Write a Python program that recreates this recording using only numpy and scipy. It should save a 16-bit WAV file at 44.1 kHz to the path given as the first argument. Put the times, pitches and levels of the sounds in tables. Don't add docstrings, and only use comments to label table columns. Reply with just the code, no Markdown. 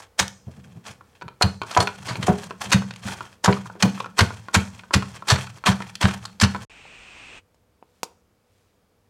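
import sys
import numpy as np
from scipy import signal
from scipy.fft import rfft, irfft
from scipy.io import wavfile
from scipy.ndimage import uniform_filter1d

SR = 44100
rng = np.random.default_rng(int(sys.argv[2]) if len(sys.argv) > 2 else 0)


def transcribe(signal):
    frames = np.atleast_2d(signal).T
    limited = np.clip(frames, -1, 1)
    pcm = np.round(limited * 32767).astype(np.int16)
    wavfile.write(sys.argv[1], SR, pcm)


N = 400869
T = np.arange(N) / SR
CUT_S, HISS_START_S = 6.65, 6.697


def undb(db):
    return 10 ** (np.asarray(db) / 20)


def unit(x):
    return x / np.sqrt(np.mean(x ** 2) + 1e-18)


def add(track, s, sound):
    i = max(int(s * SR), 0)
    track[i:i + len(sound)] += sound[:N - i]


def between(start_s, end_s):
    return uniform_filter1d(1. * ((T > start_s) & (T < end_s)), size=64)


def colour(x, points):
    hz, db = np.transpose(points)
    grid = np.linspace(1, SR / 2, 2049)
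    outline_db = np.interp(np.log(grid), np.log(hz), db)
    cepstrum = irfft(np.log(undb(outline_db)))
    fold = 1 + np.sign(len(cepstrum) / 2 - np.arange(len(cepstrum)))
    fold[0] = 1
    response = irfft(np.exp(rfft(cepstrum * fold)))
    return signal.oaconvolve(x, response / np.linalg.norm(response))[:len(x)]


def band(x, lo_hz, hi_hz, order=1):
    top_hz = min(hi_hz, .49 * SR)
    return signal.sosfilt(signal.butter(order, [lo_hz, top_hz], "band", fs=SR, output="sos"), x)


def ring(modes, detune=0.0083, vary_db=2):
    t = T[:SR // 4]
    out = np.zeros(len(t))
    for hz, db, t60 in modes:
        level = undb(db + vary_db * rng.standard_normal() - 60 * t / t60)
        actual_hz = hz * (1 + detune * rng.standard_normal())
        out += level * np.sin(2 * np.pi * actual_hz * t) * rng.choice([-1, 1])
    return out / np.std(out[:SR // 100])


def crack(t60):
    t = T[:SR // 4]
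    return rng.standard_normal(len(t)) * undb(-60 * t / t60)


def soften(x, contact_s):
    push = np.hanning(int(contact_s * SR) + 3)
    return signal.fftconvolve(x, push / push.sum())


def crackle(per_second, spread_db):
    at = np.flatnonzero(rng.random(N) < per_second / SR)
    size = undb(spread_db * np.minimum(rng.exponential(size=len(at)), 3.5))
    out = 0
    for hz in np.geomspace(SR / 256, SR / 4, 7):
        clicks = np.zeros(N)
        clicks[at] = size * rng.standard_normal(len(at))
        out = out + band(clicks, hz, 2 * hz)
    return unit(out)


def walk(per_second):
    knots_s = np.arange(0, T[-1] + 1, 1 / per_second)
    return np.interp(T, knots_s, rng.standard_normal(len(knots_s)))


SWELL_DB, SWELL_ROUNDNESS = 19, 1.4


def swells(rows):
    gain = np.zeros(N)
    for s, db, rise, fall in rows:
        near = np.abs(T - s) < 3 * max(rise, fall)
        away = np.maximum((s - T[near]) / rise, (T[near] - s) / fall)
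        gain[near] += undb(db - SWELL_DB * away ** SWELL_ROUNDNESS)
    return gain


# pitch_hz [Hz], relative level_db [dB per Hz]
ROOM_TONE = [(18, -37), (30, -13), (98, -4.5), (124, -13), (204, -11), (364, -17.5), (486, -12.5),
             (584, -19), (1250, -23.5), (2010, -29.5), (16000, -40.5)]
# pitch_hz [Hz], level_db [dB]
HUM = [(96.9, -74.5), (489.9, -77), (2288, -90), (4980, -93)]
# pitch_hz [Hz], relative level_db [dB per Hz]
HISS = [(40, 3), (150, -4.5), (400, -7), (900, -6), (1600, -6.5), (2150, -2), (2560, 5), (3000, -3.5),
        (3800, -11), (4800, -15.5), (8800, -17.5), (9600, -40), (16000, -50)]
ROOM_TONE_DB = -63.5
AIR_CRUSHING_DB, AIR_TUB_DB = 4, -1
HISS_DB, HISS_SWELL_DB_PER_S = -48.5, 7.5
HISS_END_S, HISS_RELEASE_DB_PER_S = 7.385, 950


def beds():
    hum = sum(undb(db) * np.sqrt(2) * np.sin(2 * np.pi * hz * T) for hz, db in HUM)
    air = undb(ROOM_TONE_DB) * colour(rng.standard_normal(N), ROOM_TONE) + hum
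    air_db = np.where(T < CUT_S, AIR_CRUSHING_DB, AIR_TUB_DB)
    release_db = HISS_RELEASE_DB_PER_S * np.maximum(T - HISS_END_S, 0)
    swell_db = HISS_SWELL_DB_PER_S * (T - HISS_START_S) - release_db
    hiss = undb(HISS_DB + swell_db) * colour(rng.standard_normal(N), HISS)
    return air * undb(air_db) + hiss * (T > HISS_START_S)


# [dB re direct, before wet_db]
KITCHEN = [(100, 0.49, -10), (201, 0.74, -13.5), (417.6, 0.2, -3.5), (1020, 0.31, -12), (3030, 0.23, -10),
           (7050, 0.54, -19.5), (14000, .2, -12.5)]


def kitchen(x, wet_db=0, gap_s=0.0057):
    hz, t60, db = np.transpose(KITCHEN)
    t, tail = T[:SR * 2 // 3], 0
    for lo in np.geomspace(SR / 640, SR / 2.5, 9):
        middle = np.log(lo * np.sqrt(2))
        decay_s = np.interp(middle, np.log(hz), t60)
        level_db = np.interp(middle, np.log(hz), db)
        noise = rng.standard_normal(len(t)) * undb(-60 * t / decay_s) * (t > gap_s)
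        part = band(noise, lo, 2 * lo, order=3)
        share = np.sqrt(2 * min(lo, SR / 2 - lo) / SR)
        tail = tail + undb(level_db) * part / np.linalg.norm(part) * share
    return x + undb(wet_db) * signal.oaconvolve(x, tail)[:N]


# peak_s [s], level_db [dB], rise_s [s], fall_s [s]
TUB_RUBS = [(7.98, -71, 0.24, .1), (8.58, -72, .2, 0.33)]


def rubs(lo_hz=1000, hi_hz=5500):
    return swells(TUB_RUBS) * unit(band(crackle(3000, 1.5), lo_hz, hi_hz))


# start_s [s], level_db [dB, before a 4 dB cut and softening], contact_s [s]
TUB_TAPS = [(6.853, -41, .0006), (7.545, -60, .00005), (7.826, -39, 0.00043), (8.0319, -21, .00002)]
# pitch_hz [Hz], relative level_db [dB], t60_s [s to fade 60 dB]
TUB_MODES = [(168.4, -10, 0.034), (522, -2, 0.018), (751, -1, 0.017), (906, 0.5, 0.022), (1455, -2, 0.006),
             (2623, 3.5, 0.0023)]


def tub(tick_db=9, rattle_db=-8, lowest_hz=200):
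    out = np.zeros(N)
    for s, db, contact_s in TUB_TAPS:
        tick = undb(tick_db) * crack(0.034) + undb(rattle_db) * crack(0.1)
        tick = band(tick, 3980, 8100, order=2)
        scrape = undb(1.5) * band(crack(0.022), 600, 14000)
        tap = ring(TUB_MODES, vary_db=1.5) + tick + scrape
        add(out, s, undb(db - 4.0) * soften(tap, contact_s))
    return band(out, lowest_hz, 15800)


# [dB, worktop modes, before thump_db]
BLOWS = [(0.201, 0.0064, -16, -46, -28.5, -29), (1.433, 0.021, -33.5, -47, -16.5, -23.5),
         (1.778, 0.029, -26.5, -36.5, -19, -36.5), (1.802, 0.008, -35, -35, -36.5, -25),
         (2.283, 0.013, -25.5, -37, -22.5, -13), (2.738, 0.032, -27, -31.5, -17.5, -12.5),
         (3.473, .032, -27.5, -29.5, -19.5, -12.5), (3.83, 0.026, -20.5, -30.5, -21.5, -13),
         (4.205, .025, -25, -29, -12, -31), (4.558, 0.02, -21, -28, -16.5, -18),
         (4.947, 0.014, -29.5, -45, -12.5, -21.5), (5.315, 0.039, -34.5, -26, -13.5, -19.5),
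         (5.68, 0.017, -15, -31, -23.5, -13.5), (6.035, 0.02, -17, -29.5, -13, -20),
         (6.421, .008, -30.5, -32.5, -12.5, -12.5)]
# after_hz [Hz], after_db [dB re the mode], after_t60_s [s]
WORKTOP = [(96, 0.15, 110, -19.5, 0.39), (191, 0.11, 194, -17, .36)]
# pitch_hz [Hz], relative level_db [dB]
SHAKE_COLOUR = [(40, -28.5), (75, -7.5), (100, 4), (130, 5.5), (160, -4.5), (195, 4.5), (250, -13.5),
                (330, -20), (700, -22), (1200, -32.5), (3000, -56.5)]
# start_s [s], level_db [dB]
BUMPS = [(0.463, -36), (0.56, -46), (0.645, -57), (0.747, -43), (0.875, -47.5), (1.23, -43.5), (2.095, -37),
         (2.175, -36), (3.042, -35.5)]
# peak_s [s], level_db [dB, before rumble_db], rise_s [s], fall_s [s]
ROLLS = [(0.72, -48.5, 0.29, .27), (1.25, -49.5, .04, .03), (2.25, -31, 0.27, 0.049),
         (2.69, -35.5, 0.093, .04), (3.06, -38, 0.047, 0.2)]


def worktop(thump_db=9, thud_db=-7, rumble_db=2, bump_db=0, give_s=0.0092, load=.06):
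    out, t = np.zeros(N), T[:SR // 2]
    build = 1 - np.exp(-(t / give_s) ** 2)
    landings = [(s, (low_db, upper_db)) for s, *_, low_db, upper_db in BLOWS]
    for s, levels in landings:
        for (hz, t60, after_hz, after_db, after_t60), db in zip(WORKTOP, levels):
            bend = np.cumsum(1 + load * rng.standard_normal() * np.exp(-t / 0.024)) / SR
            boom = undb(-60 * t / t60) * np.sin(2 * np.pi * hz * bend)
            after = undb(after_db - 60 * t / after_t60) * np.sin(2 * np.pi * after_hz * bend)
            add(out, s, -undb(db + thump_db) * build * (boom + after))
    shake = colour(rng.standard_normal(N), SHAKE_COLOUR)
    jolts = [(s, max(levels) + thud_db) for s, levels in landings]
    jolts += [(s, db + bump_db) for s, db in BUMPS]
    for s, db in jolts:
        near = slice(int(s * SR), int(s * SR) + SR // 20)
        out[near] += undb(db) * unit(shake[near] * np.hanning(SR // 20))
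    return out + undb(rumble_db) * shake * swells(ROLLS)


# [dB per octave, below 1000 Hz only]
KNOCKS = [(1.412, -14.5, 3), (1.766, -11, 9.5), (1.772, -13.5, 1.5), (1.803, -19, -2), (2.281, -13.5, -11),
          (2.292, -23, -9.5), (3.444, -21, 2), (3.479, -13, 1), (3.487, -16.5, -13.5), (3.753, -42, -12),
          (3.828, -21.5, 17.5), (4.192, -20, 6.5), (5.308, -22.5, 2), (5.672, -17, 8), (5.681, -29, -0.5)]
# pitch_hz [Hz], relative level_db [dB], t60_s [s to fade 60 dB]
KNOCK_MODES = [(340, -10, .1), (406.2, -9, 0.2), (480.8, -9, 0.1), (604, -4.5, .09), (730, 2, .09),
               (984, 4, .07), (1110, -0.5, 0.027), (1300, -2, 0.023), (1514, -11.5, 0.025),
               (1970, -31.5, .04)]
# [dB, treble re middle, before treble_db]
CLACKS = [(1.009, -33, -33), (1.213, -30, -7.5), (1.221, -23, -13.5), (1.281, -24.5, -8.5),
          (1.617, -13, -9), (1.633, -21, -9.5), (1.873, -10, -3.5), (1.889, -20, -17),
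          (2.109, -18.5, -14.5), (2.156, -18.5, -6), (2.508, -18.5, -19), (2.821, -21, -22),
          (3.086, -19.5, -8.5), (3.207, -17.5, -16.5), (3.527, -14.5, -0.5), (3.567, -21, -26.5),
          (3.658, -26, -21.5), (3.699, -25, -27.5), (3.977, -24.5, -16), (4.003, -13.5, -5),
          (4.044, -22.5, -11.5), (4.06, -21, -19), (4.306, -20.5, -19), (4.485, -21.5, -21),
          (4.794, -30, 3), (4.836, -32, -14), (4.908, -18, -24), (5.024, -17.5, -9.5), (5.223, -23, -21.5),
          (5.384, -23, -17.5), (5.471, -27.5, -6), (5.639, -19, -11.5), (5.805, -19, -36),
          (6.252, -25, -24), (6.548, -14.5, -20), (6.561, -23.5, -8)]
# pitch_hz [Hz], relative level_db [dB], t60_s [s to fade 60 dB]
CLACK_MODES = [(380, -9, 0.013), (600, -7, 0.0059), (850, -10, 0.0094), (1006, 2, 0.02),
               (1380, -2.5, 0.034), (1650, -7, 0.0063), (2420, 0, 0.012), (2850, -15.5, .008),
               (3385, -8.5, 0.017), (4240, -8, 0.014), (6500, -15.5, 0.0028)]
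# pitch_hz [Hz], relative level_db [dB], t60_s [s to fade 60 dB]
PING_MODES = [(3460, 1, .06), (4340, 9.5, .06), (5080, -4.5, .05), (5950, 4, 0.059), (6750, -5.5, 0.03),
              (8730, -13, 0.14), (9000, -5, .1)]
PING_S, PING_DB = 1.804, -19.5


def pin(knock_db=-1, clack_db=-12, treble_db=5, grit_db=-5, scuff_db=8, bounce_s=.004, bounce_db=-4):
    out = np.zeros(N)
    for s, db, tilt_db in KNOCKS:
        modes = [(hz, mode_db + tilt_db * np.log2(min(hz / 1000, 1)), t60)
                 for hz, mode_db, t60 in KNOCK_MODES]
        thud = band(crack(0.14), 450, 1300, order=2)
        grit = undb(grit_db) * thud / np.std(thud[:SR // 100])
        add(out, s, undb(db + knock_db) * (ring(modes) + grit))
    for s, db, bright_db in CLACKS:
        modes = [(hz, mode_db + (bright_db + treble_db) * (hz > 2000), t60)
                 for hz, mode_db, t60 in CLACK_MODES]
        scuff = undb(scuff_db + bright_db / 2) * band(crack(0.012), 700, 4400, order=2)
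        for k, uneven in enumerate(rng.uniform(0.31, 1.4, size=2)):
            wood = ring(modes, detune=.05, vary_db=3)
            start_s = s + k * bounce_s * uneven
            add(out, start_s, undb(db + clack_db + k * bounce_db) * (wood + scuff))
    add(out, PING_S, undb(PING_DB) * ring(PING_MODES, detune=0))
    return band(out, 220, 18000)


# [dB, before ring_db]
PIN_RINGS = [(976, 50, -4.5), (3720, 61, -6.5), (4300, 250, -3.5)]


def through_pin(x, ring_db):
    rings = sum(undb(db + ring_db) * band(x, hz - width / 2, hz + width / 2) for hz, width, db in PIN_RINGS)
    return unit(x + rings)


# peak_s [s], level_db [dB], rise_s [s], fall_s [s]
RUSTLES = [(0.008, -32.5, 0.024, 0.039), (0.47, -55, .02, 0.73), (0.885, -35.5, .04, 0.053),
           (1.15, -63, 0.11, 0.11), (1.72, -34, .08, 0.26), (2.085, -31.5, .1, 0.063),
           (2.25, -32.5, .11, 0.18), (2.45, -36, .08, .1), (2.624, -26.5, 0.027, 0.11),
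           (3.1, -34, 0.13, 0.19), (3.97, -39.5, .1, 0.075), (5.11, -42, 0.11, 0.2),
           (5.88, -39, 0.071, .05), (6.22, -45.5, .05, 0.12), (6.635, -32, 0.04, .05)]
CRUNCH_RISE_DB_PER_S, CRUNCH_FALL_DB_PER_S, SETTLE_DB_PER_S = 2201, 381, 89


def stirring():
    power = swells(RUSTLES) ** 2
    for s, crush_s, crunch_db, settle_db, *_ in BLOWS:
        near = np.abs(T - s) < 1
        age = T[near] - (s - crush_s)
        before, after = np.maximum(-age, 0), np.maximum(age, 0)
        crunch = crunch_db - CRUNCH_FALL_DB_PER_S * after
        settle = settle_db - SETTLE_DB_PER_S * after
        db = np.maximum(crunch, settle)
        power[near] += undb(db - CRUNCH_RISE_DB_PER_S * before) ** 2
    return np.sqrt(power)


# pitch_hz [Hz], relative level_db [dB]
CRUMB_COLOUR = [(150, -13.5), (500, -6), (1200, 5), (2500, 1), (4500, -6), (8000, -14), (16000, -29)]
# pitch_hz [Hz], relative level_db [dB]
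FILM_COLOUR = [(150, -2.5), (400, -2.5), (700, 1.5), (1100, 3.5), (1700, -2.5), (3000, -10), (6000, -4),
               (9000, -9), (12000, -19), (16000, -30)]


def crumbs(grind_db=-6, film_db=-7, ticks_db=-14, tumble_s=.014):
    slides = undb(5.5 * walk(70) - 2)
    tumbling = signal.oaconvolve(crackle(400, 2.0), crack(tumble_s))[:N]
    grind = through_pin(colour(tumbling, CRUMB_COLOUR), ring_db=-10.0)
    rustle = undb(film_db) * crackle(6000, 2.)
    ticks = undb(ticks_db) * crackle(150, 2.5)
    film = colour(rustle + ticks, FILM_COLOUR)
    return stirring() * slides * (undb(grind_db) * grind + film)


# [dB, boost of the part above split_hz]
SNAPS = [(0.196, -11.5, 0.004, 4.5), (0.281, -24, 0.00053, 23), (1.425, -9, 0.0028, 6.5),
         (1.717, -29.5, 0.0049, -12.5), (1.775, -15, 0.0017, 3), (1.807, -22, .0047, 14),
         (2.094, -27.5, .011, -16.5), (2.23, -23.5, 0.0033, -4.5), (2.726, -13.5, .008, -0.5),
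         (2.733, -10, 0.0011, 8), (2.909, -29, 0.0016, -15), (2.938, -34.5, .0006, 10),
         (2.962, -35, 0.0012, 14), (3.447, -15, 0.0039, 0), (3.461, -12.5, 0.0016, -2),
         (3.827, -8.5, 0.0022, 0), (4.187, -22, 0.0052, 5.5), (4.193, -8.5, 0.0033, -6.5),
         (4.209, -11, 0.0021, -13), (4.547, -16, 0.0044, 8.5), (4.552, -11, 0.0047, -6),
         (4.941, -10.5, .005, 1.5), (5.288, -18.5, 0.0043, 8), (5.308, -11.5, 0.0074, -4),
         (5.36, -22.5, .002, -25.5), (5.674, -15.5, 0.0065, -10.5), (5.718, -26.5, 0.0055, -25.5),
         (5.821, -28.5, 0.0021, -3.5), (5.955, -25.5, 0.0011, 19), (6.031, -17, 0.0067, -7.5),
         (6.056, -12, 0.0012, -22.5), (6.089, -28.5, 0.0039, -15), (6.255, -27.5, 0.0017, 12),
         (6.402, -19.5, 0.0018, 12), (6.418, -13.5, 0.0055, 5), (6.438, -14, 0.0045, -21.5)]
# pitch_hz [Hz], relative level_db [dB]
SNAP_COLOUR = [(150, -5), (400, -5.5), (700, -2), (1100, 2.5), (1550, 1.5), (2200, -3), (4300, -6.5),
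               (6000, -7.5), (8500, -14), (11000, -18.5), (16000, -38.5)]


def snaps(gain_db=0, rise=.9, fall=1.105, split_hz=3200, shard_db=0, shard_width=0.087):
    grains = through_pin(colour(crackle(3800, 3.3), SNAP_COLOUR), ring_db=0.0)
    dull = band(grains, 20, split_hz)
    bright = grains - dull
    out = np.zeros(N)
    for s, db, swell, bright_db in SNAPS:
        near = slice(int((s - 6 * swell) * SR), int((s + 14 * swell) * SR))
        age = (T[near] - s) / swell
        shape = np.exp(-np.where(age < 0, np.abs(age / rise) ** 3, age / fall) / 2)
        burst = shape * (dull[near] + undb(bright_db) * bright[near])
        shard_hz = 1200 * 2 ** rng.uniform(0, 2.8, size=4)
        shards = sum(band(burst, hz, hz * (1 + shard_width)) for hz in shard_hz)
        snap = unit(burst + undb(shard_db) * shards)
        out[near] += undb(db + gain_db) * snap * np.sqrt(np.mean(shape ** 2))
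    return out


def scene():
    crushing = kitchen(snaps() + crumbs() + worktop() + pin()) * between(-1, CUT_S)
    tub_sounds = kitchen(tub() + rubs(), wet_db=-7.0)
    background = beds() * (1 - between(CUT_S, HISS_START_S))
    return (crushing + tub_sounds + background)[None]


TOP_HZ = 16000


def record(dry):
    dry = signal.sosfilt(signal.butter(2, 36, "high", fs=SR, output="sos"), dry)
    rounded = .95 * dry / (1 + dry ** 4) ** (1 / 4)
    return signal.sosfilt(signal.ellip(8, .2, 70, TOP_HZ, fs=SR, output="sos"), rounded)


dry = scene()
out = record(dry)
transcribe(out)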